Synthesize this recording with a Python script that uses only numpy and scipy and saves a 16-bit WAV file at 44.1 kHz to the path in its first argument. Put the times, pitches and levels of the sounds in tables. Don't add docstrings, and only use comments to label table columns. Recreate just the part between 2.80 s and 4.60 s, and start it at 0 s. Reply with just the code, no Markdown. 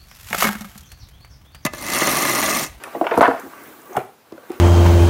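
import sys
import numpy as np
from scipy import signal
from scipy.fft import rfft, irfft
from scipy.io import wavfile
from scipy.ndimage import uniform_filter1d

SR = 44100
rng = np.random.default_rng(int(sys.argv[2]) if len(sys.argv) > 2 else 0)


def voltage_ratio(level):
    return 10 ** (np.asarray(level, float) / 20)


def waveform_to_disk(signal):
    frames = np.transpose(np.atleast_2d(signal))
    scaled = np.clip(frames, -1, 1) * 32767
    samples = np.round(scaled).astype(np.int16)
    wavfile.write(sys.argv[1], SR, samples)


N = 79380

# (frequency [Hz], level [dB], t60 [s])
BIG_BOX_MODES = [(277, 1, 0.065), (322, 8.5, 0.045), (420, 1.5, 0.057), (485, 10, 0.047),
                 (614, -0.5, 0.031), (658.8, 5.5, 0.084), (690, 6.5, 0.13), (810, 5.5, 0.079),
                 (943, 14, 0.046), (1002, -5, 0.031), (1310, -16, 0.089), (1412, 9, 0.07),
                 (1844, -1, 0.049), (2550, 6, 0.029)]
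PATCHY_DB = 1.2


def evened(x):
    return x / np.sqrt(np.mean(x ** 2) + 1e-20)


def read(points, hz):
    f, value = np.transpose(points)
    return np.interp(np.log(hz + 1), np.log(f + 1), value)


def add(mix, s, sound):
    part = mix[max(round(s * SR), 0):][:len(sound)]
    part += sound[:len(part)]


def hump(hz, centre_hz, octaves):
    distance = np.log2((hz + 1) / centre_hz) / max(octaves, 0.1)
    return np.exp(-0.5 * distance ** 2)


def coloured(x, gain):
    return irfft(rfft(x) * gain(np.fft.rfftfreq(len(x), 1 / SR)), len(x))


def noise(shape_db, patchy_db, grit_db, per_s):
    frames = N // 128 + 6
    real, imaginary, patches = rng.standard_normal((frames, 257, 3)).T
    patches = uniform_filter1d(patches, size=8, axis=0)
    patches = evened(uniform_filter1d(patches, size=12, axis=1))
    grit = np.minimum(rng.exponential(1, frames), 4) * (rng.random(frames) < per_s * 128 / SR)
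    spectrum = (real + 1j * imaginary) * voltage_ratio(patchy_db * patches + grit_db * grit)
    x = signal.istft(spectrum, nperseg=512, noverlap=384)[1][:N]
    return evened(coloured(x, lambda f: voltage_ratio(shape_db(f))))


def slide():
    # (time [s], drag level [dB], fine hiss level [dB])
    slide_levels = [(0, -42, -78), (0.048, -37, -58), (.2, -41, -46), (0.399, -29.5, -64),
                    (0.621, -41, -48.5), (.75, -41, -50), (0.871, -43, -47), (1.05, -47, -50.5),
                    (1.17, -40.5, -46.5), (1.3, -66.5, -69), (1.449, -62, -86), (1.55, -49.5, -64),
                    (1.68, -47.5, -54), (1.74, -38.5, -54), (1.8, -46.5, -48.5)]
    # (frequency [Hz], level [dB])
    drag_spectrum = [(60, -14), (150, -18), (270, -2.5), (600, -6), (1200, -5.5), (2200, -12.5),
                     (3500, -21.5), (8000, -29.5)]
    # (frequency [Hz], width [Hz], level [dB])
    drag_peaks = [(1148, 34, 9.4), (1560, 45, 6.7)]
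    # (frequency [Hz], level [dB])
    hiss_spectrum = [(1500, -7.5), (3000, -43), (6000, -8.5), (11000, -8), (14000, -3), (15500, 3)]

    def drag_shape(f):
        peaks = sum(db / (1 + (2 * (f - hz) / width) ** 2) for hz, width, db in drag_peaks)
        return read(drag_spectrum, f) + peaks

    s, drag_db, hiss_db = np.transpose(slide_levels)
    t = np.arange(N) / SR
    drag = noise(drag_shape, 2 * PATCHY_DB, grit_db=0.5, per_s=67)
    hiss = noise(lambda f: read(hiss_spectrum, f), PATCHY_DB, grit_db=0.94, per_s=60)
    return drag * voltage_ratio(np.interp(t, s, drag_db) - 1.0) + hiss * voltage_ratio(np.interp(t, s, hiss_db) + 3)


def quiet_air():
    # (frequency [Hz], level [dB])
    air_spectrum = [(40, -21), (100, 0.5), (500, 1.5), (1200, -4), (2000, -9.5), (4000, -13), (9000, -18.5),
                    (15500, -13.5)]
    return voltage_ratio(-54) * noise(lambda f: read(air_spectrum, f), PATCHY_DB, grit_db=0, per_s=0)


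def blow(modes, peak_db, centre_hz, chatter_s, octaves):
    t = np.arange(8192) / SR
    u, strength, hiss = rng.standard_normal((3, 8192))

    fade = np.clip(1 - t / max(chatter_s, 0.0005), 0, 1) ** 0.56
    hits = (abs(u) < 900 / SR) * strength * fade * 0.57
    hits[0] = 1

    ring = np.zeros(len(t))
    for hz, db, t60 in modes:
        bent_hz = hz * (1 + 0.04 * np.tanh(rng.standard_normal()))
        ring += voltage_ratio(db - 60 * t / t60) * hump(hz, centre_hz, octaves) * np.sin(2 * np.pi * bent_hz * t)

    def grain_gain(f):
        brighter_skirt = voltage_ratio(-21.5) * hump(f, 2.083 * centre_hz, 0.5)
        return hump(f, centre_hz, 0.98 * octaves) + brighter_skirt

    crackle_db, crackle_t60 = -5.5, 0.024
    wash_db, wash_t60 = -22, 0.14
    decay = voltage_ratio(crackle_db - 60 * t / crackle_t60) + voltage_ratio(crackle_db + wash_db - 60 * t / wash_t60)
    crackle = evened(coloured(hiss, grain_gain)) * decay

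    contact = np.minimum(t * centre_hz * octaves / 0.21, 1)
    body = (ring / abs(ring).max() + crackle) * contact
    low_cut_hz = centre_hz / 2 ** (2.84 * octaves + 0.29)
    low_cut = signal.butter(2, low_cut_hz, "high", fs=SR)
    x = signal.lfilter(*low_cut, signal.fftconvolve(hits, body)[:8192])
    return voltage_ratio(peak_db) * x / abs(x).max()


def blows(modes, events):
    out = np.zeros(N)
    for s, *settings in events:
        add(out, s, blow(modes, *settings))
    return out


def drag_bumps():
    # (time [s], peak [dB], struck-panel centre [Hz], chatter [s], spread [octaves])
    bump_events = [(0.037, -22.5, 2040, 0.005, 0.42), (.074, -26.5, 800, 0.0089, 0.32),
                   (.149, -17, 710, 0.012, 0.24), (0.149, -21.5, 300, 0.023, 0.47),
                   (.2122, -9, 690, 0.001, 0.36), (0.2134, -11.5, 332, 0.00095, 0.17),
                   (.224, -15.5, 500, .006, 0.6), (.231, -20, 453, 0.004, 0.19),
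                   (.242, -15.5, 610, 0.0074, 0.42), (.243, -22, 1500, 0.017, 0.53),
                   (0.253, -20.5, 512, 0.017, 0.31), (.268, -6, 1030, 0.0019, 0.58),
                   (.272, -23.5, 1700, 0.006, 0.48), (.29, -20.5, 855, 0.018, .5),
                   (0.3116, -11.5, 1570, 0.0023, 0.46), (0.314, -9, 880, 0.0083, 0.75),
                   (.319, -12, 477, 0.0073, 0.23), (.322, -17, 945, 0.01, 0.19),
                   (.332, -16, 475, 0.0086, 0.48), (.338, -14, 930, .02, .12),
                   (0.346, -16.5, 387, 0.0055, 0.18), (.366, -16, 597, 0.0065, 0.77),
                   (0.633, -29.5, 314, 0.021, 0.12), (0.659, -29, 364, 0.022, 0.56)]
    return blows(BIG_BOX_MODES, bump_events)


def snaps():
    # (time [s], peak [dB], centre [Hz], spread [octaves])
    snap_events = [(.037, -22, 9560, 0.25), (0.038, -23, 3100, 1.1), (.212, -28, 2900, 0.36),
                   (0.3095, -37, 2800, 0.31), (0.358, -27, 12700, 0.27), (0.375, -28, 5300, 0.21),
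                   (0.377, -19.5, 10600, .35), (0.4094, -15.5, 3480, 0.33), (0.415, -18.5, 8700, 0.54),
                   (0.411, -25, 5400, 0.56), (.425, -25, 5000, 0.85), (0.27, -28, 2480, 0.23),
                   (.385, -22, 9100, 0.88), (.479, -27, 4900, 0.42), (0.598, -25, 10200, 0.99),
                   (.837, -31, 11100, .6), (.875, -31, 14000, 0.32), (0.889, -39, 9000, 0.49),
                   (1.018, -37.5, 8450, .3), (1.058, -34, 14600, 0.25), (1.132, -35.5, 6200, 0.12),
                   (1.1677, -19, 10800, 0.78), (1.169, -27.5, 5530, 0.59), (1.173, -27, 11100, 0.87),
                   (1.156, -32, 11000, .6), (1.523, -35.5, 2900, 0.65), (1.704, -34, 2470, 0.32),
                   (1.718, -28.5, 9000, 1.1), (1.697, -40, 9600, .3)]
    out, t = np.zeros(N), np.arange(2048) / SR
    crack_and_fizz = voltage_ratio(-60 * t / 0.0052) + voltage_ratio(-12.5 - 60 * t / 0.057)
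    for s, db, hz, octaves in snap_events:
        x = coloured(rng.standard_normal(2048), lambda f: hump(f, hz, octaves) + 0.07 * (f > 2500))
        x *= crack_and_fizz
        add(out, s, voltage_ratio(db) * x / abs(x).max())
    return out


def hollow_thuds():
    # (time [s], level [dB], frequency [Hz], t60 [s])
    thud_events = [
        (0.375, -26, 84, 0.18),
        (0.482, -46, 203, 0.019),
        (1.169, -22.5, 129, 0.11),
        (1.524, -45, 94.4, 0.083),
        (.2122, -4.5, 690, 0.023),
        (1.1515, -16, 833, 0.038),
        (1.1685, -13, 784, 0.035),
        (1.7025, -9, 348, 0.032),
    ]
    out, t = np.zeros(N), np.arange(12000) / SR
    for s, db, hz, t60 in thud_events:
        onset = np.minimum(t / min(1.5 / hz, 0.004), 1)
        add(out, s, voltage_ratio(db - 60 * t / t60) * np.sin(2 * np.pi * hz * t) * onset)
    return out


def slap_down():
    # (time [s], peak [dB], struck-panel centre [Hz], chatter [s], spread [octaves])
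    slap_events = [(.3745, -10, 1025, .002, 0.45), (.3772, 0, 420, 0.0025, 0.43),
                   (.386, -5, 468, 0.001, 0.63), (.392, -12, 333, .003, 0.53),
                   (.397, -14, 645, 0.0016, 0.73), (.4086, 0.5, 810, 0.0027, 0.6),
                   (.414, -1, 520, 0.0044, 0.72), (.419, -5.5, 910, 0.0017, 0.77),
                   (.4235, -9, 750, .003, 0.68), (.4283, -1.5, 970, 0.0032, 0.46),
                   (.435, -6, 1200, 0.0082, 0.56), (.4395, -3.5, 664, 0.0042, 0.65),
                   (.445, -5, 900, 0.0055, 0.69), (.449, -8, 1130, 0.0029, 0.43),
                   (.455, -6, 1220, 0.0033, 0.67), (.466, -7.5, 1010, 0.0055, 0.39),
                   (.472, -14, 920, 0.0038, 0.65), (.4795, -5.5, 748, 0.0041, 0.83),
                   (0.4842, -7.5, 485, 0.0011, 0.42), (.481, -10.5, 272, 0.016, 0.36),
                   (0.496, -12, 576, 0.011, 0.77), (.511, -13.5, 715, 0.0033, 0.55),
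                   (.524, -32, 720, .006, 0.17), (.535, -20, 577, 0.012, 0.58),
                   (.549, -17.5, 700, .015, 0.3)]
    return blows(BIG_BOX_MODES, slap_events)


def flat_box_knocks():
    # (frequency [Hz], level [dB], t60 [s])
    flat_box_modes = [(129, -7, .1), (260, 2.5, 0.078), (338, 10.5, 0.046), (386, 4.5, 0.075),
                      (435, 1.5, 0.048), (515, 2, 0.039), (635, 1, 0.072), (760, 8, 0.045),
                      (800, -37, 0.029), (1072, 13, 0.016), (1450, -6.5, 0.031), (2137, 7.5, 0.01)]
    # (time [s], peak [dB], struck-panel centre [Hz], chatter [s], spread [octaves])
    knock_events = [(1.091, -34.5, 390, 0.042, 0.24), (1.108, -28.5, 414, 0.0054, 0.17),
                    (1.127, -32, 760, 0.02, 0.17), (1.144, -31, 780, 0.0037, 0.2),
                    (1.158, -22, 600, .006, 0.84), (1.1661, -23, 2370, 0.0028, 0.32),
                    (1.1685, -10, 590, 0.0011, 0.77), (1.1712, -12, 760, .001, 0.37),
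                    (1.174, -13.5, 1000, 0.0045, 0.57), (1.179, -13.5, 420, .002, 0.41),
                    (1.1836, -18, 473, .001, 0.48), (1.19, -28.5, 1760, 0.027, 0.37),
                    (1.198, -28.5, 700, .012, 0.47), (1.213, -27.5, 660, 0.024, 0.49),
                    (1.519, -34.5, 780, 0.0061, 0.31), (1.5239, -24.5, 398, 0.0013, 0.44),
                    (1.533, -32.5, 292, 0.0023, 0.22), (1.546, -37, 394, .02, 0.65),
                    (1.578, -37.5, 1450, .003, 0.18), (1.579, -33, 500, 0.0017, 0.23),
                    (1.632, -38.5, 572, 0.012, 0.15), (1.697, -30, 496, .004, .6),
                    (1.735, -39.5, 345, 0.023, 0.31), (1.704, -31, 706, 0.017, 0.29),
                    (1.7184, -30.5, 990, 0.001, 0.88), (1.726, -33.5, 600, .012, 0.88),
                    (1.782, -37.5, 396, 0.018, 0.5)]
    return blows(flat_box_modes, knock_events)


def room(x):
    # (frequency [Hz], t60 [s])
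    room_decay = [(100, 0.36), (300, 0.36), (700, 0.32), (1500, 0.4), (4000, 0.4), (12000, 0.57)]
    taps = np.zeros(SR)
    at = np.arange(260, SR - 20, 20) + rng.integers(0, 20, (SR - 261) // 20)
    taps[at] = rng.choice([-1., 1.], at.shape)
    hz, t, z = signal.stft(taps, SR, nperseg=256)
    fading = z * voltage_ratio(-60 * t / read(room_decay, hz)[:, None])
    tail = signal.istft(fading, SR, nperseg=256)[1]
    return signal.fftconvolve(x, tail / np.linalg.norm(tail))[:N]


def scene():
    hits = drag_bumps() + snaps() + hollow_thuds() + slap_down() + flat_box_knocks()
    mix = slide() + quiet_air() + hits + voltage_ratio(-8) * room(hits)
    return mix[None]


def roll_off(x):
    return signal.sosfilt(signal.butter(12, 16820, fs=SR, output="sos"), x)


def record(dry):
    low_cut = signal.butter(4, 69.4, "high", fs=SR, output="sos")
    heard = signal.sosfilt(low_cut, dry)

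    t = np.arange(N) / SR
    duck_from_s, duck_to_s, duck_db = 0.4, 0.4078, -8.5
    ducking = np.clip((t - duck_from_s) / (duck_to_s - duck_from_s), 0, 1) * (t < duck_to_s)
    heard = heard * voltage_ratio(duck_db * ducking)

    ceiling = 1.0
    held = heard / (1 + (abs(heard) / ceiling) ** 6) ** (1 / 6)
    band_edge = signal.firwin(511, 15600, window=("kaiser", 5), fs=SR)
    finished = signal.oaconvolve(held, band_edge[None], "same")
    return roll_off(finished)


dry = scene()
out = record(dry)
waveform_to_disk(out)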